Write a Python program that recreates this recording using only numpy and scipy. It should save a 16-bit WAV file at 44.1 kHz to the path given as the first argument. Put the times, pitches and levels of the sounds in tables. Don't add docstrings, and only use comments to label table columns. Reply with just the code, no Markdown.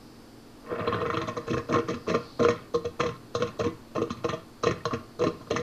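import sys
import numpy as np
from scipy import signal
from scipy.fft import rfft, irfft, next_fast_len
from scipy.io import wavfile

SR = 44100
rng = np.random.default_rng(int(sys.argv[2]) if len(sys.argv) > 2 else 0)


def transcribe(u):
    v = np.clip(np.atleast_2d(u).T, -1, 1)
    q = np.round(v * 32767).astype(np.int16)
    wavfile.write(sys.argv[1], SR, q)


N = 247842

# (time [s], abruptness [0-1], level of the large bubble [dB],
# pitch of the large bubble [Hz], level of the middling bubbles [dB], level of the splash [dB])
GLUGS = [(0.72, 0.4, -30.5, 430, -39, -55), (.791, 0.31, -31.5, 388, -39, -49.5),
         (.804, 0.34, -39, 407, -37.5, -44), (.874, 0.46, -27.5, 462, -31.5, -39),
         (0.925, 1, -39, 327, -31, -41), (.942, 0.38, -28, 328, -31.5, -40),
         (1.009, 0.09, -28, 446, -33.5, -45), (1.06, 0.41, -31.5, 458, -33, -42.5),
         (1.101, 0.97, -53, 573, -29.5, -41), (1.136, 0.36, -29.5, 670, -34.5, -41.5),
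         (1.17, 0.72, -31, 450, -30.5, -39.5), (1.215, 0.41, -41, 347, -37, -40.5),
         (1.28, 0.07, -36, 503, -34, -42), (1.368, 0.43, -33.5, 590, -35, -45.5),
         (1.475, 0, -33.5, 430, -40.5, -50), (1.501, 0.05, -27, 283, -48, -42.5),
         (1.533, 0.24, -29.5, 358, -33, -42.5), (1.572, 0.03, -27, 362, -36.5, -43.5),
         (1.693, 0.4, -29, 443, -40.5, -52), (1.714, 0.04, -27.5, 317, -41, -50),
         (1.726, 0.97, -33.5, 370, -37, -39), (1.74, 0.27, -26.5, 290, -26, -40.5),
         (1.757, 0.55, -25, 525, -28.5, -43), (1.784, 0.53, -24.5, 400, -35.5, -45),
         (1.884, 0.52, -30, 445, -35.5, -43.5), (1.9, 0, -31, 387, -44, -43),
         (1.938, 0.06, -35, 423, -41, -46), (2.073, 0.46, -37.5, 470, -40, -55),
         (2.084, 0.12, -27, 410, -39.5, -40.5), (2.096, 0.44, -30.5, 320, -36, -38),
         (2.114, .8, -31, 390, -53, -44), (2.144, 0.38, -23.5, 478, -28.5, -38.5),
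         (2.394, 0.48, -27, 467, -39, -51), (2.4, 0.12, -22, 406, -36.5, -46),
         (2.416, 0.36, -31, 363, -41, -51), (2.429, 0.53, -30, 374, -33, -39),
         (2.449, 0.94, -20.5, 450, -26.5, -40.5), (2.485, .8, -22.5, 487, -28.5, -35.5),
         (2.501, 0.27, -55, 454, -36, -39.5), (2.744, 0.51, -22, 475, -33, -44),
         (2.851, .6, -29, 464, -44.5, -47.5), (2.997, .4, -31.5, 420, -36, -50),
         (3.003, 0.68, -29.5, 460, -28, -33.5), (3.034, 0.49, -27, 493, -40, -44.5),
         (3.06, .5, -34, 477, -34.5, -43), (3.085, 0.06, -37, 400, -40.5, -49),
         (3.35, 0.69, -26, 563, -33, -40.5), (3.401, 0.48, -30.5, 390, -44, -49.5),
         (3.422, .85, -25, 474, -32.5, -39.5), (3.471, 0.23, -63, 584, -43.5, -48.5),
         (3.595, .45, -27, 530, -37, -43.5), (3.606, 0.14, -33, 410, -38, -44.5),
         (3.64, .3, -31.5, 453, -35.5, -44), (3.663, 0.42, -28, 276, -39, -46.5),
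         (3.951, 0.7, -37, 480, -51, -58), (3.958, 0.27, -28.5, 556, -38, -45),
         (3.98, 1, -28.5, 337, -35, -52), (4.017, 0.92, -25, 460, -38.5, -46.5),
         (4.104, .6, -39, 288, -37, -44.5), (4.168, 0.17, -55, 446, -53, -58),
         (4.243, 0.42, -26, 502, -34.5, -43), (4.29, 0.56, -39, 350, -32, -38),
         (4.331, 0.51, -30.5, 455, -38, -47), (4.635, 0.5, -27, 511, -28.5, -40),
         (4.653, .3, -32, 400, -48, -42.5), (4.669, 0.41, -22, 460, -31.5, -34.5),
         (4.687, 0.89, -28.5, 357, -54, -45), (4.71, 0.97, -30.5, 382, -37.5, -40),
         (4.854, .9, -34, 473, -28.5, -40.5), (4.91, .7, -47, 593, -33, -55),
         (4.934, 0.33, -28, 415, -37.5, -42), (5.193, 0.54, -29.5, 505, -41.5, -52.5),
         (5.215, 0.36, -23.5, 424, -37.5, -43.5), (5.238, 1, -25, 515, -34, -40),
         (5.267, 0.66, -24.5, 336, -33, -42), (5.412, 0.26, -61, 450, -50, -66.5),
         (5.467, 0.24, -53, 450, -50.5, -67), (5.508, 0.54, -24.5, 467, -37.5, -38.5),
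         (5.535, .3, -29, 369, -56, -48), (5.562, 0.58, -37, 547, -30, -34),
         (5.589, 0.05, -33, 467, -48, -45)]
# (frequency [Hz], width [Hz], relative level [dB])
RESONANCES = [(97.7, 100, -14), (112.4, 48, -8.5), (171.8, 9.8, -6), (229.5, 47.5, -6.5),
              (329.3, 17.2, -2.5), (411.7, 9.1, -7), (472.4, 28.4, 3.5), (607.5, 14, -6), (634, 33, -3.5),
              (744, 200, -20.5), (1067.7, 48, -3), (1190.4, 29, -7), (1237, 45, -11.5), (1368, 232, -12.5),
              (1752, 130, -14.5), (1859, 36, -9), (2014, 13.6, -12.5), (2223, 135, -18), (2586, 140, -16.5),
              (2785, 33, -17.5), (3264, 265, -17), (3617, 29, -14.5), (3986, 150, -15), (4136, 110, -16),
              (4480, 330, -35), (5410, 90, -31.5), (6044, 84, -30.5), (6510, 200, -35.5), (7440, 500, -56),
              (9700, 4000, -74)]
# (time [s], level before a 5 dB cut [dB], centre of the hiss [Hz])
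FOAM = [(0, -58, 4800), (.6, -61, 4700), (1.961, -58, 4800), (2.3, -49, 4390), (2.65, -61.5, 4490),
        (4.5, -61.5, 4550), (5.62, -57.5, 4640)]
# (frequency [Hz], level [dB])
HUM_TONES = [(231.5, -56.5), (279.9, -61), (323.0, -61)]
# (frequency [Hz], relative level per Hz [dB])
ROOM_TONE = [(20, 4.5), (45, -0.5), (80, -6), (120, 3.5), (165, -4.5), (240, -0.5), (320, 1.5), (450, -3),
             (700, -9), (1150, -10.5), (2000, -19.5), (3500, -21.5), (7000, -27.5), (14500, -33)]
# (frequency [Hz], time to fall by 60 dB [s])
ROOM_DECAY = [(100, 0.58), (300, 0.2), (1200, 0.39), (3000, 0.34), (7000, 0.24)]

TOP_HZ = 14350
LENGTH, LEAD, HEAD = 16384, 512, 1024
AGE = np.arange(LENGTH) / SR
BINS = np.fft.rfftfreq(2 * LENGTH, 1 / SR)

RESEAL_S, SEALED_PLINK_RISE, SEALED_SPRAY_DB = 0.11, 0.54, 6.5
COVERED_S, OPEN_S = 0.87, 1.31
COVER_PLINK_DB, COVER_SPRAY_DB = -0.5, -17.5
SHOVE_DB, SHOVE_PER_GULP, SHOVE_PER_SPLASH, SHOVE_DB_PER_OCTAVE = -37, 0.12, 0.39, -4.5
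PLINK_DB, SPRAY_DB = 0.5, -7.5
POP_HZ, POP_SCATTER = 1198, 0.062
PLINK_HZ, PLINK_CLIMB_HZ_PER_S = 2096, 124
SWIRL_S, SWIRL_ATTACK_S, SWIRL_HOLD_S = 0.633, 0.12, 0.22
SWIRL_DB, SWIRL_FALL_DB_PER_S = -34, 33
TRICKLE_DB, TRICKLE_T60_S, TRICKLE_HZ = -11, 0.52, 1886


def glugs():
    column, throat, neck = drain(81.5, 272), drain(246, 890), drain(580, 2210)
    mouth, rim = drain(1865, 4660), drain(5250, 13000)
    times, _, gulps, gulp_pitches, _, splashes = np.transpose(GLUGS)
    shoves = SHOVE_DB + SHOVE_PER_GULP * (gulps - gulps.mean())
    shoves += SHOVE_PER_SPLASH * (splashes - splashes.mean())
    shoves += SHOVE_DB_PER_OCTAVE * np.log2(gulp_pitches / gulp_pitches.mean())
    waits = np.diff(times, prepend=times[0])
    seals = 1 - np.exp(-(waits / RESEAL_S) ** 2)

    out = np.zeros(N + LENGTH)
    for glug, shove_db, sealed in zip(GLUGS, shoves, seals):
        s, abrupt, gulp_db, gulp_hz, pop_db, splash_db = glug
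        seep = 1.02 * np.clip(1.05 - abrupt, 0, 1)
        cover = np.interp(s, [COVERED_S, OPEN_S], [1, 0])
        plink_db = splash_db + PLINK_DB + COVER_PLINK_DB * cover
        spray_db = splash_db + SPRAY_DB + COVER_SPRAY_DB * cover + SEALED_SPRAY_DB * sealed
        pop_hz = POP_HZ * np.exp(POP_SCATTER * rng.standard_normal())
        plink_hz = (PLINK_HZ + PLINK_CLIMB_HZ_PER_S * s) * (1 + SEALED_PLINK_RISE * sealed)

        shove = amp(shove_db) * burst(column, hz=155, first=0.5, lead_in=seep, spread=0.00789,
                                      scatter=0.34, cycles=0.64, rise=0.08, count=7)
        gulp = amp(gulp_db) * burst(throat, gulp_hz, first=0.19 + 0.79 * abrupt, lead_in=seep,
                                    spread=0.004048, scatter=0.38, cycles=1.49, rise=0.14, count=9)
        pop = amp(pop_db) * burst(neck, pop_hz, first=1.48 * abrupt, lead_in=seep, spread=0.0045,
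                                  scatter=0.2, cycles=2.24, rise=0.14, count=12)
        plink = amp(plink_db) * burst(mouth, plink_hz, first=0.39 * abrupt, lead_in=0.55 * seep,
                                      spread=0.005, scatter=0.33, cycles=2.73, rise=0.035, count=24)
        spray = amp(spray_db) * burst(rim, hz=5910, first=0.5 * abrupt, lead_in=0.55 * seep,
                                      spread=0.006, scatter=0.14, cycles=2.0, rise=0.046, count=60)
        start = round(s * SR) - LEAD
        whole = shove + gulp + pop + plink + spray
        out[start:start + LENGTH] += in_room(whole, wet_db=-9.0, onset=0.0032)
    return out[:N]


def burst(response, hz, first, lead_in, spread, scatter, cycles, rise, count):
    waits = rng.exponential(size=(2, count))
    delays = spread * (1.2 * waits[0] + 1.5 * lead_in * waits[1])
    sizes = rng.standard_normal(count) * np.exp(-(delays / (4.2 * spread)) ** 2)
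    sizes /= np.linalg.norm(sizes)
    early = np.arange(count) >= count * 3 // 4
    delays = np.where(early, -0.007 * rng.random(count), delays)
    sizes = np.where(early, 1.11 * lead_in * sizes, sizes)
    pitches = hz * np.exp(scatter * rng.standard_normal(count))
    delays[0], sizes[0], pitches[0] = 0, -first, hz
    swarm = bubbles(LEAD + SR * delays, sizes, pitches, cycles, rise, size=LENGTH)
    heard = irfft(rfft(swarm, 2 * LENGTH) * response)[:LENGTH]
    return heard / np.sqrt(np.sum(heard ** 2) / HEAD + 1e-20)


def bubbles(starts, sizes, hz, cycles, rise, size):
    step = np.arange(min(int(6 * cycles * SR / np.median(hz)), 4 * HEAD))
    life = step / SR * hz[:, None] / cycles
    pitch = hz[:, None] * (1 + rise * (0.5 - np.exp(-life)))
    tone = np.sin(2 * np.pi * np.cumsum(pitch, axis=1) / SR)
    swell = 1 - np.exp(-life / 0.044)
    rings = sizes[:, None] * tone * np.exp(-life) * swell
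    places = np.maximum(starts, 0).astype(int)[:, None] + step
    return np.bincount(places.ravel(), rings.ravel(), size)[:size]


def drain(lo_hz, hi_hz):
    power = sum(amp(db) ** 2 / (1 + ((BINS - hz) / (width / 2)) ** 2) ** 1.29
                for hz, width, db in RESONANCES)
    span = (1 + (lo_hz / (BINS + 1)) ** 10) * (1 + (BINS / hi_hz) ** 10)
    cepstrum = irfft(np.log(power / span + 1e-12) / 2)
    cepstrum[1:LENGTH] *= 2
    cepstrum[LENGTH + 1:] = 0
    return np.exp(rfft(cepstrum))


def in_room(x, wet_db, onset):
    hz, t, cells = signal.stft(rng.standard_normal(LENGTH), SR, nperseg=256)
    decay = amp(-60 * t / along(ROOM_DECAY, hz)[:, None])
    tail = signal.istft(cells * decay, SR, nperseg=256)[1][:LENGTH]
    tail *= 1 - np.exp(-(AGE / onset) ** 2)
    tail /= np.linalg.norm(tail)
    return x + amp(wet_db) * signal.fftconvolve(x, tail)[:LENGTH]


def swirl(count=14000):
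    starts, sizes = rng.random(count) * N, rng.standard_normal(count)
    pitches = 1300 * np.exp(0.717 * np.clip(rng.standard_normal(count), -2, 2))
    sizes = sizes * (pitches / np.median(pitches)) ** 0.6
    stream = bubbles(starts, sizes, pitches, cycles=1.3, rise=0.061, size=N)
    heard = signal.fftconvolve(stream, irfft(drain(83, 3100))[:LENGTH])[:N]
    age = np.arange(N) / SR - SWIRL_S
    attack = np.clip(age / SWIRL_ATTACK_S, 0, 1)
    dying = np.maximum(age - SWIRL_ATTACK_S - SWIRL_HOLD_S, 0)
    return attack * amp(SWIRL_DB - SWIRL_FALL_DB_PER_S * dying) * unit(heard)


def trickle(count=1500):
    times, *_, splashes = np.transpose(GLUGS)
    thrown = np.bincount((times * SR).astype(int), amp(splashes + TRICKLE_DB) ** 2, N)[:N]
    keep = np.exp(-2 * np.log(1000) / (TRICKLE_T60_S * SR))
    power = signal.lfilter([1], [1, -keep], thrown)
    starts, sizes = rng.random(count) * N, rng.standard_normal(count)
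    pitches = TRICKLE_HZ * np.exp(0.423 * np.clip(rng.standard_normal(count), -2, 2))
    sizes = sizes * (pitches / TRICKLE_HZ) ** 0.6
    patter = bubbles(starts, sizes, pitches, cycles=5.1, rise=0.15, size=N)
    heard = signal.fftconvolve(patter, irfft(drain(600, 4500))[:LENGTH])[:N]
    return np.sqrt(power) * unit(heard)


def foam():
    s, fizz_db, centre_hz = np.transpose(FOAM)
    t = np.arange(N) / SR
    slow = filtered(rng.standard_normal((2, N)), lambda hz: 1 / (1 + (hz / 620) ** 2))
    phase = 2 * np.pi * np.cumsum(np.interp(t, s, centre_hz)) / SR
    hiss = unit(slow[0] * np.cos(phase) + slow[1] * np.sin(phase))
    return amp(np.interp(t, s, fizz_db) - 5.0) * hiss


def hum():
    t = np.arange(N) / SR
    return sum(np.sqrt(2) * amp(db) * np.sin(2 * np.pi * (hz * t + rng.random()))
               for hz, db in HUM_TONES)


def room_tone():
    colour = filtered(rng.standard_normal(N), lambda hz: amp(along(ROOM_TONE, hz)))
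    return amp(-50.5) * unit(colour)


def amp(db):
    return 10 ** (np.asarray(db) / 20)


def unit(x):
    return x / np.sqrt(np.mean(x ** 2) + 1e-20)


def along(points, hz):
    f, v = np.transpose(points)
    return np.interp(np.log(hz + 1), np.log(f), v)


def filtered(x, gain):
    size = next_fast_len(N + SR // 4)
    return irfft(rfft(x, size) * gain(np.fft.rfftfreq(size, 1 / SR)), size)[..., :N]


def scene():
    mono = glugs() + swirl() + trickle() + foam() + hum() + room_tone()
    return np.array([mono, mono])


def record(dry):
    hiss = filtered(rng.standard_normal((2, N)), lambda hz: amp(-66.5) / (1 + (4900 / (hz + 1)) ** 7))
    fade = np.minimum(1, np.arange(N)[::-1] / 64)
    return filtered(fade * (dry + hiss), lambda hz: hz < TOP_HZ)


dry = scene()
out = record(dry)
transcribe(out)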